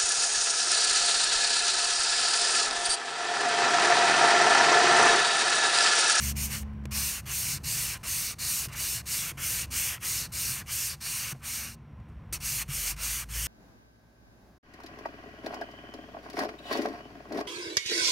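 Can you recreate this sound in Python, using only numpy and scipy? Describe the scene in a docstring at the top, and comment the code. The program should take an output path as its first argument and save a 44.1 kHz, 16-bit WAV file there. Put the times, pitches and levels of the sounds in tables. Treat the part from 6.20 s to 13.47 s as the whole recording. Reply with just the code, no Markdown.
"""Sanding a painted table outdoors.

A sanding sponge is rubbed back and forth over a wooden table top, close by. Countless grit
scratches merge into a hiss that brightens with speed and changes colour across the board.
Sponge and paint crumbs tap lightly, and bumps ring the low modes of the table.
Far engines hum at their firing orders over a low rumble of traffic."""
import sys
import numpy as np
from scipy import signal
from scipy.fft import rfft, irfft, next_fast_len
from scipy.io import wavfile
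from scipy.ndimage import uniform_filter1d

SR = 44100
rng = np.random.default_rng(int(sys.argv[2]) if len(sys.argv) > 2 else 0)


def dump_mix(stems):
    """Bounce the given channels to the path in sys.argv[1] as a 16-bit WAV at rate SR."""
    frames = np.atleast_2d(stems).T  # one column per channel
    limited = np.clip(frames, -1, 1)  # hard clip at full scale
    pcm = np.round(limited * 32767).astype(np.int16)
    wavfile.write(sys.argv[1], SR, pcm)


N = 320607
TIME = np.arange(N) / SR

# one list of rows a stroke: (t/s, hiss level/dB set by speed, rasp level/dB set by pressure)
STROKES = [
    [(0.0, -40, -49), (0.036, -32.5, -43), (0.104, -32.5, -43.5), (0.124, -43, -49), (0.133, -69, -71)],
    [(0.154, -58, -55), (0.168, -38.5, -48.5), (0.214, -33, -44), (0.254, -30.5, -46), (0.285, -45, -49)],
    [(0.285, -48, -51), (0.321, -36, -42.5), (0.347, -36, -38), (0.377, -38, -44.5), (0.423, -49, -63),
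     (0.435, -57, -46)],
    [(0.709, -52, -49), (0.719, -41, -45), (0.767, -30.5, -39.5), (0.889, -31, -43), (0.983, -39, -43),
     (1.003, -45, -48.5), (1.012, -57, -57.5)],
    [(1.055, -58, -52), (1.067, -44, -46), (1.117, -34.5, -41), (1.149, -31, -44.5), (1.319, -31.5, -41.5),
     (1.351, -36, -45), (1.375, -43, -46), (1.387, -59, -51)],
    [(1.433, -56, -69), (1.441, -41.5, -46.5), (1.483, -32, -43.5), (1.625, -31.5, -42.5),
     (1.741, -37, -42.5), (1.761, -49, -41), (1.78, -54, -56)],
    [(1.83, -59, -52), (1.838, -44.5, -43), (1.886, -32.5, -42.5), (1.928, -30, -42.5), (2.072, -33.5, -44),
     (2.116, -38.5, -43), (2.134, -47, -48), (2.146, -59, -52)],
    [(2.184, -57, -49.5), (2.192, -40.5, -47), (2.222, -35, -42.5), (2.314, -29.5, -41), (2.4, -31, -43),
     (2.456, -36.5, -42.5), (2.47, -48, -51), (2.477, -57, -55)],
    [(2.484, -51, -50.5), (2.51, -64, -49.5), (2.534, -43, -47.5), (2.548, -50, -44)],
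    [(2.548, -56, -41), (2.56, -43, -44.5), (2.608, -32, -41), (2.726, -32, -44), (2.764, -33, -43),
     (2.808, -46.5, -47), (2.82, -60, -50.5)],
    [(2.855, -55, -55), (2.871, -39, -46.5), (2.929, -30, -41), (2.983, -31, -42.5), (3.097, -36.5, -41.5),
     (3.115, -41, -45), (3.126, -59, -57)],
    [(3.171, -58, -54), (3.179, -47.5, -44.5), (3.233, -31.5, -43), (3.279, -30, -43), (3.411, -33, -41.5),
     (3.419, -32, -44.5), (3.449, -44, -42.5), (3.461, -55, -58)],
    [(3.503, -57, -59), (3.513, -42, -48), (3.531, -35, -42), (3.573, -28.5, -40.5), (3.687, -30.5, -41.5),
     (3.749, -38.5, -43), (3.785, -64, -52)],
    [(3.802, -58, -63), (3.832, -38, -41.5), (3.85, -32, -40.5), (3.89, -30.5, -42), (4.008, -33.5, -43),
     (4.058, -43, -44), (4.078, -62, -58)],
    [(4.118, -62, -53), (4.124, -43.5, -52), (4.138, -39, -46), (4.206, -31, -43.5), (4.304, -31.5, -43),
     (4.4, -39.5, -46), (4.422, -53, -44), (4.432, -66, -58)],
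    [(4.46, -57, -58), (4.49, -42, -45), (4.524, -32.5, -44), (4.594, -31.5, -44), (4.662, -31.5, -44.5),
     (4.722, -39.5, -44), (4.744, -46.5, -46), (4.758, -60, -57)],
    [(4.804, -60, -57), (4.812, -45, -49), (4.86, -35.5, -43.5), (4.962, -33.5, -43), (5.12, -38.5, -43.5),
     (5.128, -44, -47), (5.134, -70, -47)],
    [(5.208, -75, -61), (5.24, -46, -48), (5.262, -38, -44.5), (5.364, -34, -44.5), (5.448, -39.5, -44),
     (5.524, -51, -51.5), (5.546, -55, -61), (5.555, -64, -75)],
    [(6.126, -39, -47), (6.132, -30, -42), (6.158, -39, -42), (6.18, -57, -53)],
    [(6.202, -51, -57), (6.212, -47.5, -50), (6.256, -33, -42.5), (6.36, -32, -45), (6.426, -33.5, -39),
     (6.445, -65, -54)],
    [(6.479, -55, -56), (6.503, -42, -44.5), (6.545, -33.5, -45), (6.657, -32.5, -42.5),
     (6.675, -30, -40.5), (6.715, -33, -41), (6.75, -61, -57)],
    [(6.762, -55, -55), (6.782, -49, -47), (6.834, -32.5, -41.5), (6.954, -33, -43.5),
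     (7.012, -36.5, -44.5), (7.038, -47, -45.5), (7.047, -57, -55)],
    [(7.087, -56, -57), (7.101, -48, -51), (7.157, -35, -43), (7.257, -33, -45.5), (7.27, -37, -38)],
]
# broad spectrum of grit on paint: (f/Hz, spectral level/dB)
GRIT_SPECTRUM = [(60, -16.5), (150, -11), (300, -17.5), (450, -16), (850, -13.5), (1100, -8.5), (2000, -4),
                 (4000, -3), (6000, 0), (9000, -3.5), (13000, -3), (15800, -8)]
# resonances and hollows of board and sponge: (f/Hz, width/Hz, gain/dB)
BOARD_RESONANCES = [(1130, 160, 1), (2336, 295, 3.5), (2820, 345, 4.5), (3180, 275, -5.5),
                    (3650, 510, -4.5), (4510, 450, 1), (4910, 160, -6), (6220, 830, 1.5), (7880, 790, -1.5),
                    (8870, 1630, 5), (10360, 830, -3), (11370, 900, 1)]


def amp(db):
    """Amplitude ratio of a level in decibels."""
    return 10 ** (np.asarray(db) / 20)


def unit(x):
    """Normalisation to an rms of 1."""
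    return x / np.sqrt(np.mean(x ** 2) + 1e-20)


def log_interp(points, hz):
    """Interpolation of (f/Hz, value) points on a logarithmic frequency axis."""
    f, value = np.transpose(points)
    return np.interp(np.log(hz + 1), np.log(f + 1), value)


def bumps(rows, hz):
    """Gaussian peaks and hollows of a spectrum, summed in dB."""
    return sum(db * .5 ** ((2 * (hz - centre) / width) ** 2) for centre, width, db in rows)


def coloured(x, spectrum, peaks=()):
    """Filtering by a spectral envelope with optional peaks, to an rms of 1."""
    hz = np.fft.rfftfreq(len(x), 1 / SR)
    return unit(irfft(rfft(x) * amp(log_interp(spectrum, hz) + bumps(peaks, hz)), len(x)))


def wander(rate_hz):
    """Slow random fluctuation: low-passed noise with an rms of 1."""
    size = next_fast_len(N)
    hz = np.fft.rfftfreq(size, 1 / SR)
    return unit(irfft(rfft(rng.standard_normal(size)) * np.exp(-(hz / rate_hz) ** 2), size)[:N])


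def add(mix, start_s, sound):
    """Superposition of a sound on the mix from a given time."""
    part = mix[max(round(start_s * SR), 0):][:len(sound)]
    part += sound[:len(part)]


def sponge_position(t):
    """Harmonic motion: the arm swings in half cosines between turns, fastest in the middle."""
    # turning points: (t/s, position from about -1 left to 1 right)
    turns = [(0, 0.65), (.43, .6), (.7, -.7), (1.03, 1), (1.41, -1.05), (1.8, 0.13), (2.14, -1),
             (2.47, -0.32), (2.83, -0.82), (3.15, 1.33), (3.48, 0.32), (3.79, 1.4), (4.05, -1.2),
             (4.44, 0.84), (4.74, -1.04), (5.17, 0.81), (5.55, -0.84), (6.18, -0.31), (6.46, 0.91),
             (6.76, 0.36), (7.06, 0.93), (7.27, 1.06)]
    turn_s, position = np.transpose(turns)
    leg = np.interp(t, turn_s, np.arange(len(turns)))
    eased = np.floor(leg) + (1 - np.cos(np.pi * (leg % 1))) / 2
    return np.interp(eased, np.arange(len(turns)), position)


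def sliding(grip_s=.0025):
    """Sliding friction needs motion: 1 during a stroke, 0 while the sponge sticks or is lifted."""
    inside_s = (np.minimum(TIME - rows[0][0], rows[-1][0] - TIME) for rows in STROKES)
    return np.clip(sum(np.clip(s / grip_s + .5, 0, 1) for s in inside_s), 0, 1)


def scratches(coarse_per_s=2500, coarse_db=-11, flutter_db=.18, flutter_hz=130):
    """Roughness noise: fine grit merges, coarse grains snap, cracked paint makes the contact flutter."""
    fine, strength = rng.standard_normal((2, N))
    coarse = unit(strength * (rng.random(N) < coarse_per_s / SR))
    return unit((fine + amp(coarse_db) * coarse) * amp(flutter_db * wander(flutter_hz)))


def sanding(patchy_db=1.47):
    """Source and filter: the board colours the scratches by position, and speed lifts the treble."""
    # change of colour towards the right of the board: (f/Hz, width/Hz, gain/dB at position 1)
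    right_side = [(2500, 1800, 2.44), (3260, 500, 5.5), (4070, 2400, -4), (8000, 2000, -1.1)]
    # weight with which each frequency follows speed rather than pressure: (f/Hz, weight)
    speed_weights = [(400, 0.0019), (1200, -0.39), (2500, 0.27), (4000, 0.57), (6000, 0.87), (9000, 0.99),
                     (15000, 1.03)]
    frames = dict(nperseg=512, noverlap=384)
    hz, t, spectra = signal.stft(scratches(), SR, **frames)
    stroke_s, hiss_db, rasp_db = np.concatenate(STROKES).T
    colour_db = log_interp(GRIT_SPECTRUM, hz) + bumps(BOARD_RESONANCES, hz)
    # hiss and rasp are each referred to the power in their own band
    power = amp(colour_db) ** 2
    hiss_band, rasp_band = (hz > 4000) & (hz < 15000), (hz > 900) & (hz < 3000)
    speed_db = np.interp(t, stroke_s, hiss_db) - 10 * np.log10(np.mean(power * hiss_band))
    pressure_db = np.interp(t, stroke_s, rasp_db) - 10 * np.log10(np.mean(power * rasp_band))
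    weight = log_interp(speed_weights, hz)
    gain_db = colour_db[:, None] + np.outer(weight, speed_db) + np.outer(1 - weight, pressure_db)
    # the colour changes most near the ends of the board
    side = sponge_position(t)
    gain_db += np.outer(bumps(right_side, hz), side * abs(side))
    # the contact patch keeps changing, so small resonances come and go
    patches = uniform_filter1d(rng.standard_normal(spectra.shape), size=5, axis=0)
    gain_db += patchy_db * unit(uniform_filter1d(patches, size=24, axis=1))
    return signal.istft(spectra * amp(gain_db), SR, **frames)[1][:N] * sliding()


def reverberation(x, wet_db=-28):
    """Scattering from ground and walls leaves a faint exponential tail, the treble dying first."""
    # reverberation time: (f/Hz, t60/s)
    decay_times = [(200, 0.32), (2000, 0.9), (8000, 0.28), (15000, 0.18)]
    hz, t, spectra = signal.stft(rng.standard_normal(SR // 2), SR, nperseg=256)
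    tail = signal.istft(spectra * amp(-60 * t / log_interp(decay_times, hz)[:, None]), SR)[1]
    return amp(wet_db) * signal.fftconvolve(x, tail / np.linalg.norm(tail))[:N]


def engine(course, orders, drone=None, waver_db=.7, fade_s=.073):
    """Periodic firing makes a harmonic series; only the lowest orders carry far, each wavering alone."""
    t, firing_hz, db = np.transpose(course)
    phase = 2 * np.pi * np.cumsum(np.interp(TIME, t, firing_hz)) / SR
    hum = sum(amp(level + waver_db * wander(9)) * np.sin(order * phase) for order, level in orders)
    hum *= amp(np.interp(TIME, t, db))
    if drone is not None:
        hum += amp(np.interp(TIME, *np.transpose(drone))) * np.sin(3 * phase)
    outside_s = np.maximum(np.maximum(t[0] - TIME, TIME - t[-1]), 0)
    return np.sqrt(2) * hum * np.exp(-outside_s / fade_s)


def fading_engine():
    """Two firing harmonics fade away while the exhaust drones on the third."""
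    # firing rate and loudness: (t/s, f/Hz, level/dB)
    course = [(0, 71, -32.5), (.14, 70.8, -33), (.3, 70.7, -42), (.55, 70.8, -38), (.74, 70.3, -38),
              (.9, 69.5, -45), (1.02, 69.3, -44), (1.2, 69.2, -48), (1.4, 68, -62)]
    # harmonics: (order, relative level/dB)
    orders = [(1, 0), (2, -12)]
    # exhaust drone: (t/s, level/dB)
    drone = [(0, -43.5), (.3, -45), (.57, -44.5), (.75, -45), (.93, -56), (1.3, -81)]
    return engine(course, orders, drone)


def traffic(level_db=-46.5, swell_db=1.67):
    """Distant traffic adds incoherently to a dull rumble that swells a little and slowly recedes."""
    # outdoor background: (f/Hz, spectral level/dB)
    spectrum = [(20, -42.5), (35, -12.5), (55, 0.5), (110, -1.5), (160, -5.5), (230, -13.5), (320, -18.5),
                (500, -25), (800, -25.5), (1500, -29.5), (2300, -34.5), (3000, -39.5), (4500, -50.5),
                (7000, -57), (15000, -60.5)]
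    # narrow hums and whines in it: (f/Hz, width/Hz, gain/dB)
    hums = [(70, 7.5, 5), (118.7, 6.4, 5.5), (141.7, 7.8, 5), (152.8, 9, 5.5), (1032, 78, 7.5),
            (5630, 350, 9.5)]
    # slow decline: (t/s, relative level/dB)
    trend = [(0, 4), (1, 2.5), (1.8, 2), (3, 0), (4.5, 0), (5.7, -1), (6.5, -2), (7.27, -1)]
    envelope = amp(level_db + np.interp(TIME, *np.transpose(trend)) + swell_db * wander(1.1))
    return envelope * coloured(rng.standard_normal(next_fast_len(N)), spectrum, hums)[:N]


def creep(level_db=-66, grains_per_s=6000, longest_turn_s=.1):
    """Microslip: at each quick turn the stuck sponge shears, and single grains let go."""
    stuck = np.zeros(N)
    for before, after in zip(STROKES, STROKES[1:]):
        stop, start = before[-1][0], after[0][0]
        stuck += (start - stop < longest_turn_s) * (TIME > stop) * (TIME < start)
    grains = rng.standard_normal(N) * (rng.random(N) < grains_per_s / SR)
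    return amp(level_db) * stuck * coloured(grains, GRIT_SPECTRUM, BOARD_RESONANCES)


def taps():
    """Heavily damped contacts: sponge and paint crumbs make short noise bursts with no ring, and one bright
    burst marks the abrupt return of sound at 6.126 s."""
    # light touches: (t/s, level/dB, t60/s, tilt/dB per octave); the last row is a sharp, bright burst with
    # which the sound starts abruptly at 6.126 s
    touches = [(0.535, -55, .015, 0), (0.639, -56, .02, 2), (.655, -31, 0.013, 1.5), (1.045, -55, .02, 3),
               (1.812, -54, .03, 2), (2.457, -39, .025, 1), (5.147, -49, 0.069, -3),
               (5.801, -57, 0.026, -1), (5.885, -70.5, 0.13, 5), (5.9, -70, .04, 2), (5.92, -75, .08, 4),
               (6.126, -35.5, .03, 6.5)]
    # spectrum of a touch before its tilt: (f/Hz, spectral level/dB)
    spectrum = [(100, -7.5), (350, 2), (700, 8), (1200, 0), (2200, 1), (3500, -9.5), (8000, -15),
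                (15000, -27)]
    out, t = np.zeros(N), TIME[:SR // 10]
    for start_s, db, t60, tilt in touches:
        tilted = [(hz, level + tilt * np.log2(hz)) for hz, level in spectrum]
        add(out, start_s, amp(db - 60 * t / t60) * coloured(rng.standard_normal(len(t)), tilted))
    return out


def knocks():
    """Modal vibration: a push rings the table's damped modes; a soft one favours the lowest."""
    # the table is bumped or rocks: (t/s, level/dB, rise time/s); the row at 6.125 s makes the modes ring as the
    # sound starts abruptly
    pushes = [(.654, -42.5, 0.00076), (1.341, -43, .004), (1.561, -39.5, .005), (2.472, -40, 0.0031),
              (3.117, -47, 0.00051), (3.147, -44, .005), (4.29, -40.5, 0.0056), (5.124, -37.5, 0.003),
              (6.125, -49, 0.00069), (6.486, -36.5, 0.005), (6.719, -46, 0.0025)]
    # its low modes: (f/Hz, relative level/dB, t60/s)
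    modes = [(137.6, 8, 0.17), (162.5, -10, .12), (226, -14, 0.046), (315, 1.5, .06), (348, -2, 0.082),
             (455, 6.5, 0.021), (725, -4, .04)]
    out, t = np.zeros(N), TIME[:SR // 2]
    lowest_hz = modes[0][0]
    for start_s, push_db, rise_s in pushes:
        for hz, mode_db, t60 in modes:
            excitation = 1 / (1 + ((hz - lowest_hz) * rise_s * 2) ** 2)
            envelope = amp(push_db + mode_db - 60 * t / t60) * (1 - np.exp(-t / rise_s))
            add(out, start_s, excitation * envelope * np.sin(2 * np.pi * hz * t))
    return out


def passing_motor():
    """A far motor passes, heard as its fundamental alone, sinking slightly in pitch."""
    # pitch and loudness: (t/s, f/Hz, level/dB)
    course = [(4.9, 235, -62), (5.2, 233, -66), (5.48, 230.6, -55.5), (5.72, 225.5, -60.5),
              (6.1, 223.6, -67.5)]
    return engine(course, orders=[(1, .0035)])


def deep_engine():
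    """Slower firing gives a deeper hum, which grows as the engine draws near."""
    # firing rate and loudness: (t/s, f/Hz, level/dB)
    course = [(6.1, 51, -54), (6.35, 50.9, -50.5), (6.65, 44.9, -45.5), (6.9, 54, -44), (7.02, 56.6, -51),
              (7.11, 54.8, -40.5), (7.2, 55.8, -37), (7.28, 55.9, -41.5)]
    # harmonics: (order, relative level/dB)
    orders = [(1, 0.5), (2, -12.5)]
    return engine(course, orders)


def scene():
    """Superposition of all sources at one point, alike in both channels."""
    work = sanding() + creep() + knocks() + taps()
    engines = fading_engine() + deep_engine() + passing_motor()
    return np.tile(work + reverberation(work) + engines + traffic(), (2, 1))


def record(dry, cutoff_hz=15790):
    """Band limiting: a linear-phase low-pass filter removes the highest treble."""
    lowpass = signal.firwin(801, cutoff_hz, window=("kaiser", 8), fs=SR)
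    return signal.oaconvolve(dry, lowpass[None], "same")


dry = scene()
out = record(dry)
dump_mix(out)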